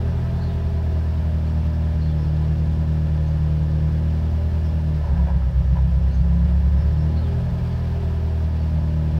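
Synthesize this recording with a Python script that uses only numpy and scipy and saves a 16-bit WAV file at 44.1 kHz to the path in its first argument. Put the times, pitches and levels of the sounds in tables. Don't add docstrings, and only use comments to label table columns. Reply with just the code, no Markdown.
import sys
import numpy as np
from scipy import signal
from scipy.fft import rfft, irfft
from scipy.io import wavfile
from scipy.ndimage import uniform_filter1d

SR = 44100
rng = np.random.default_rng(int(sys.argv[2]) if len(sys.argv) > 2 else 0)


def wav_out(sig):
    wavfile.write(sys.argv[1], SR, np.round(np.clip(np.atleast_2d(sig).T, -1, 1) * 32767).astype(np.int16))


N = 405279
TIME = np.arange(N) / SR
BIN_HZ = np.maximum(np.fft.rfftfreq(N, 1 / SR), 1)
IDLE_RPM, LABOUR_ONSET_RPM, FULL_LABOUR_RPM = 1179.4, 1151, 1095

# time in seconds, crank speed in rpm.
CRANK_SPEED = [(0.0, 1201.2), (0.3, 1232.8), (0.62, 1206.7), (1.43, 1174.0), (1.92, 1176.7), (2.22, 1146.1),
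               (2.74, 1170.1), (3.28, 1147.9), (3.79, 1154.7), (4.51, 1195.6), (4.91, 1160.9),
               (5.45, 972.7), (6.17, 1001.7), (6.73, 1056.8), (7.0, 1148.7), (7.47, 1242.8), (8.72, 1171.8),
               (9.19, 1156.9)]
# frequency in Hz, a harmonic's base level in dB.
SEAT_RESPONSE = [(32, -46.5), (36, -34.5), (38.3, -35.5), (39.3, -41.5), (40.3, -34), (41.5, -34),
                 (64, -19), (70, -17), (76.5, -21.7), (79.5, -20.4), (83, -27.5), (96, -30.5),
                 (118.5, -31.5), (122.5, -26), (131, -26.5), (146, -39), (152, -23.5), (155, -23.5),
                 (159.3, -37), (164, -31.5), (170, -23.5), (183, -44), (191.5, -47.5), (195, -39),
                 (207, -37)]
# gain in dB at full effort, for firing harmonics 1 to 5.
HARMONIC_EFFORT_DB = [-1, 2, 5, 2, 2.5]
# centre in seconds, depth from 0 to 1, half length in seconds.
STUMBLES = [(5.077, 0.9, 0.011), (5.18, 0.72, 0.01), (5.288, 0.59, 0.017), (5.515, 0.9, 0.034),
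            (5.63, 0.96, 0.012), (5.76, 0.54, 0.0176), (5.878, 0.6, 0.024), (5.999, 0.77, 0.0081),
            (6.13, 0.72, 0.048), (6.226, 0.64, 0.0066), (6.288, 0.52, 0.0081), (6.51, 0.37, 0.038),
            (6.625, 0.54, 0.013), (6.95, 0.3, 0.0069), (7.133, 0.3, 0.007)]
CYLINDER_IMBALANCE = [.52, -.02, -.3, -.2]

# frequency in Hz, width in Hz, relative gain in dB.
BOOM_MODES = [(55.2, 13.4, 1.5), (66.1, 18, 2), (94, 26, -18), (127.2, 15, -5.5), (161.3, 25, -5.5),
              (170.9, 7.2, 0.5), (232.3, 3.9, -11)]
LARGE_PANEL_MODES = [(234, 5.3, 9), (278.3, 5.5, 0), (308.8, 11, -1), (348.5, 10, 3.5), (361.2, 12.3, 0),
                     (400.4, 8.3, 4)]
SMALL_PANEL_MODES = [(460, 8, -7), (501.5, 3.2, -2), (537, 13, -8.5), (587, 11, -7.5), (661, 43, -8.5),
                     (860, 46, -16.5)]
BULKHEAD_MODES = [(277.3, 17, 1.5), (364, 23, -0.5), (405.2, 16, 0), (464, 12, -4.5), (495, 21, -2),
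                  (541.4, 45, -4), (572, 35, 0.5), (648, 45, -2.5), (701, 19, -2), (808, 56, -6),
                  (863, 24, -4.5), (909, 21, -6.5), (999, 17.7, -3.5), (1052, 40, -14), (1218, 41, -17.5),
                  (1305, 20, -10), (1459, 32, -18.5), (1585, 40, -13), (1680, 26, -11), (1770, 31, -13.5),
                  (1947, 32, -14.5), (2200, 69, -20)]
TRIM_MODES = [(566, 74, -3.5), (860, 140, -4), (986, 39, 4.5), (1680, 340, -17.5), (2700, 590, -26)]

# dB at idle, dB per rpm, dB added at full labour, dB added at full effort.
LOPE_GAIN_LAW = (4, 0.0222, 10.5, -1.5)
KNOCK_LAW = (-39, 0, -10, 2.5)
CLATTER_LAW = (-44, 0.0295, 5.5, -0.7)
RUSTLE_LAW = (-48, 0.0112, 0.5, 0.1)

# centre in seconds, half length in seconds, boost in dB.
CLATTER_BOUTS = [(0.096, 0.71, 2), (2.3, .25, 1.5), (5.172, 0.038, 2.5), (7.1, .25, 3)]
# frequency in Hz, relative level in dB.
RUSTLE_SPECTRUM = [(300, 9.5), (750, 9.5), (1100, 8.5), (1400, 6), (1750, 4.5), (2050, -0.3), (2400, 2),
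                   (3000, 0), (4000, -2.3), (5400, -6), (6600, -15), (8000, -16.5), (11800, -22.5),
                   (15700, -17)]
# start in seconds, length in seconds, gain in dB.
TRIM_BUZZES = [(5.04, 0.046, -42), (5.147, 0.079, -44), (5.269, 0.044, -37), (5.419, 0.016, -41),
               (5.753, 0.039, -38.5)]
# frequency in Hz, rms level in dB.
WHINES = [(1002, -61), (1744, -62.5), (2842, -85.5), (5534, -78), (6094, -93.5), (10013, -81.5)]
BIRD_NOTES = {"falling": [(0, 0.05, 4400, 4270, -2), (.045, .04, 4370, 4480, -10.5),
              (.07, .065, 3820, 2960, -7)], "rising": [(0, .065, 4180, 4750, -0.5)],
              "high": [(0, 0.073, 5300, 5250, -0.5)], "peep": [(0.0031, 0.03, 6220, 6150, 1)]}
# start in seconds, name of the call, gain in dB.
BIRD_CALLS = [(.403, "falling", -50), (1.44, "rising", -64), (2.005, "falling", -51.5), (2.18, "high", -60),
              (2.24, "rising", -63), (3.25, "rising", -63), (3.26, "peep", -66), (4.628, "high", -60.5),
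              (6.095, "rising", -60), (6.128, "peep", -62), (6.16, "rising", -63), (6.77, "high", -61),
              (6.835, "rising", -62), (6.97, "high", -60), (7.155, "falling", -51), (7.68, "rising", -63),
              (8.57, "rising", -62)]


def engine_drone(firings, rpm, effort, lag_firings=0.14, dispersion_rad=1.017):
    losses = [depth * np.exp(-((TIME - centre) / half) ** 2) for centre, depth, half in STUMBLES]
    strength = np.prod(1 - np.array(losses), axis=0)
    dip = strength / uniform_filter1d(strength, size=SR // 8) - 1
    firing_hz = 2 * rpm / 60
    seat_hz, seat_db = np.transpose(sorted(SEAT_RESPONSE))
    drone = 0
    for k, effort_db in enumerate(HARMONIC_EFFORT_DB, 1):
        db = np.interp(k * firing_hz, seat_hz, seat_db) + effort_db * effort
        wobble = 1 + .02 * k * drift(12)
        stumble = 1 + dip * (1 if k == 2 else .3)
        angle = 2 * np.pi * k * (firings - lag_firings) - dispersion_rad * (k - 2) ** 2
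        drone -= np.sqrt(2) * undb(db) * wobble * stumble * np.cos(angle)
    return drone


def exhaust_lope(firings, gain_db, lag_firings=0.297, erratic_growth=1.26):
    phase = firings - lag_firings
    regular = ring(clicks(phase, np.resize(CYLINDER_IMBALANCE, N)), BOOM_MODES)
    erratic = ring(clicks(phase, rng.uniform(-1.16, 1, size=1000)), BOOM_MODES)
    return level(regular, db=-39.5 + gain_db) + level(erratic, db=-42 + erratic_growth * gain_db)


def panel_knock(firings, db, weak_knock=0.22):
    scatter = 1 + .08 * rng.standard_normal(1000)
    knocks = clicks(2 * firings, np.resize([1, weak_knock], len(scatter)) * scatter)
    return level(ring(knocks, LARGE_PANEL_MODES, alternate=False) + ring(knocks, SMALL_PANEL_MODES), db)


def valve_clatter(firings, db, throb=0.18):
    beat = 1 + throb * np.cos(2 * np.pi * firings)
    clatter = rng.standard_normal(N) * beat * undb(.5 * drift(16))
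    bouts_db = sum(boost * np.exp(-((TIME - centre) / half) ** 2) for centre, half, boost in CLATTER_BOUTS)
    return level(ring(clatter, BULKHEAD_MODES), db + bouts_db)


def air_rustle(firings, db, throb=0.018):
    beat = 1 + throb * np.cos(2 * np.pi * firings)
    air = rng.standard_normal(N) * beat * undb(.5 * drift(31))
    rustle = colour(air, RUSTLE_SPECTRUM)
    return level(reflect(rustle, decay_s=0.025, db=-11), db)


def turbo_hum(rpm, idle_hz=598, hz_per_rpm=1.8, slowest_hz=540, inertia_s=.33, waver_hz=7, flutter=0.41):
    pole = np.exp(-1 / (inertia_s * SR))
    start_surplus = rpm[:SR].mean() - IDLE_RPM
    surplus_rpm, _ = signal.lfilter([1 - pole], [1, -pole], rpm - IDLE_RPM, zi=[start_surplus])
    hz = np.maximum(idle_hz + hz_per_rpm * surplus_rpm, slowest_hz)
    hum = (1 + flutter * drift(25)) * tone(hz + waver_hz * drift(20))
    return level(hum, db=-49 + 0.0193 * surplus_rpm)


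def trim_buzz(decay_s=0.0063, chatter_hz=66):
    shake = np.zeros(N)
    for start, length, db in TRIM_BUZZES:
        shaking = (TIME > start) & (TIME < start + length)
        since_tap = (TIME - start) % (1 / chatter_hz)
        shake += 2 * undb(db) * shaking * np.exp(-since_tap / decay_s)
    buzz = ring(shake * rng.standard_normal(N), TRIM_MODES)
    resonance_gain = np.std(ring(rng.standard_normal(N), TRIM_MODES))
    return buzz / resonance_gain


def whines(waver_hz=7):
    tones = 0
    for hz, db in WHINES:
        strength = 1 + .3 * drift(15)
        tones += level(strength * tone(hz + waver_hz * drift(25)), db)
    return tones


def bird(rasp=0.041):
    song, waver = np.zeros(N), drift(230)
    for start, call, call_db in BIRD_CALLS:
        for delay, length, start_hz, end_hz, note_db in BIRD_NOTES[call]:
            note = np.flatnonzero((TIME >= start + delay) & (TIME < start + delay + length))
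            progress = np.linspace(0, 1, len(note))
            glide_hz = start_hz + (end_hz - start_hz) * progress
            swell = np.sqrt(2 * np.abs(np.sin(np.pi * progress)))
            song[note] += undb(call_db + note_db) * swell * tone(glide_hz * (1 + rasp * waver[note]))
    return reflect(song, decay_s=0.057, db=-2.5)


def running_db(law, rpm, effort):
    idle_db, db_per_rpm, labour_db, effort_db = law
    labour = np.clip((LABOUR_ONSET_RPM - rpm) / (LABOUR_ONSET_RPM - FULL_LABOUR_RPM), 0, 1)
    return idle_db + db_per_rpm * (rpm - IDLE_RPM) + labour_db * labour + effort_db * effort


def ring(x, modes, alternate=True):
    response = 0
    for k, (hz, width, db) in enumerate(modes):
        polarity = -1 if alternate and k % 2 else 1
        response += polarity * undb(db) / (1 + 1j * (BIN_HZ / hz - hz / BIN_HZ) * hz / width)
    low_cut = 1 + (.75 * modes[0][0] / BIN_HZ) ** 8
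    high_cut = 1 + (BIN_HZ / (1.2 * modes[-1][0])) ** 6
    return irfft(rfft(x) * response / (low_cut * high_cut), N)


def colour(x, spectrum):
    hz, db = np.transpose(spectrum)
    gain = undb(np.interp(np.log(BIN_HZ), np.log(hz), db))
    return irfft(rfft(x) * gain / (1 + (hz[0] / BIN_HZ) ** 2), N)


def reflect(x, decay_s, db):
    tail = rng.standard_normal(SR // 2) * np.exp(-TIME[:SR // 2] / decay_s)
    return x + undb(db) * signal.fftconvolve(x, tail / np.linalg.norm(tail))[:N]


def clicks(phase, sizes):
    steps = np.flatnonzero(np.diff(np.floor(phase)) > 0)
    train = np.zeros(N)
    train[steps] = sizes[:len(steps)]
    return train


def tone(hz):
    return np.sin(2 * np.pi * np.cumsum(hz) / SR)


def drift(rate_hz):
    return level(irfft(rfft(rng.standard_normal(N)) / (1 + (BIN_HZ / rate_hz) ** 4), N), db=0)


def level(x, db):
    return x * undb(db) / np.sqrt(np.mean(x ** 2))


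def undb(db):
    return 10 ** (np.asarray(db) / 20)


def scene(full_effort_rpm_per_s=520, effort_smooth_s=.25):
    rpm = np.interp(TIME, *np.transpose(CRANK_SPEED))
    rpm_per_s = uniform_filter1d(np.gradient(rpm, TIME), size=int(effort_smooth_s * SR))
    effort = rpm_per_s / full_effort_rpm_per_s
    firings = 2 * np.cumsum(rpm / 60) / SR
    engine = (engine_drone(firings, rpm, effort)
              + exhaust_lope(firings, running_db(LOPE_GAIN_LAW, rpm, effort))
              + panel_knock(firings, running_db(KNOCK_LAW, rpm, effort))
              + valve_clatter(firings, running_db(CLATTER_LAW, rpm, effort))
              + air_rustle(firings, running_db(RUSTLE_LAW, rpm, effort)))
    return (engine + turbo_hum(rpm) + trim_buzz() + whines() + bird())[None]


def record(dry, top_hz=15780, fade_s=.004):
    ramp = np.clip(np.minimum(TIME, TIME[-1] - TIME) / fade_s, 0, 1)
    lowpass = signal.ellip(10, .2, 80, top_hz, fs=SR, output="sos")
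    return signal.sosfilt(lowpass, dry * np.sin(ramp * np.pi / 2) ** 2)


dry = scene()
out = record(dry)
wav_out(out)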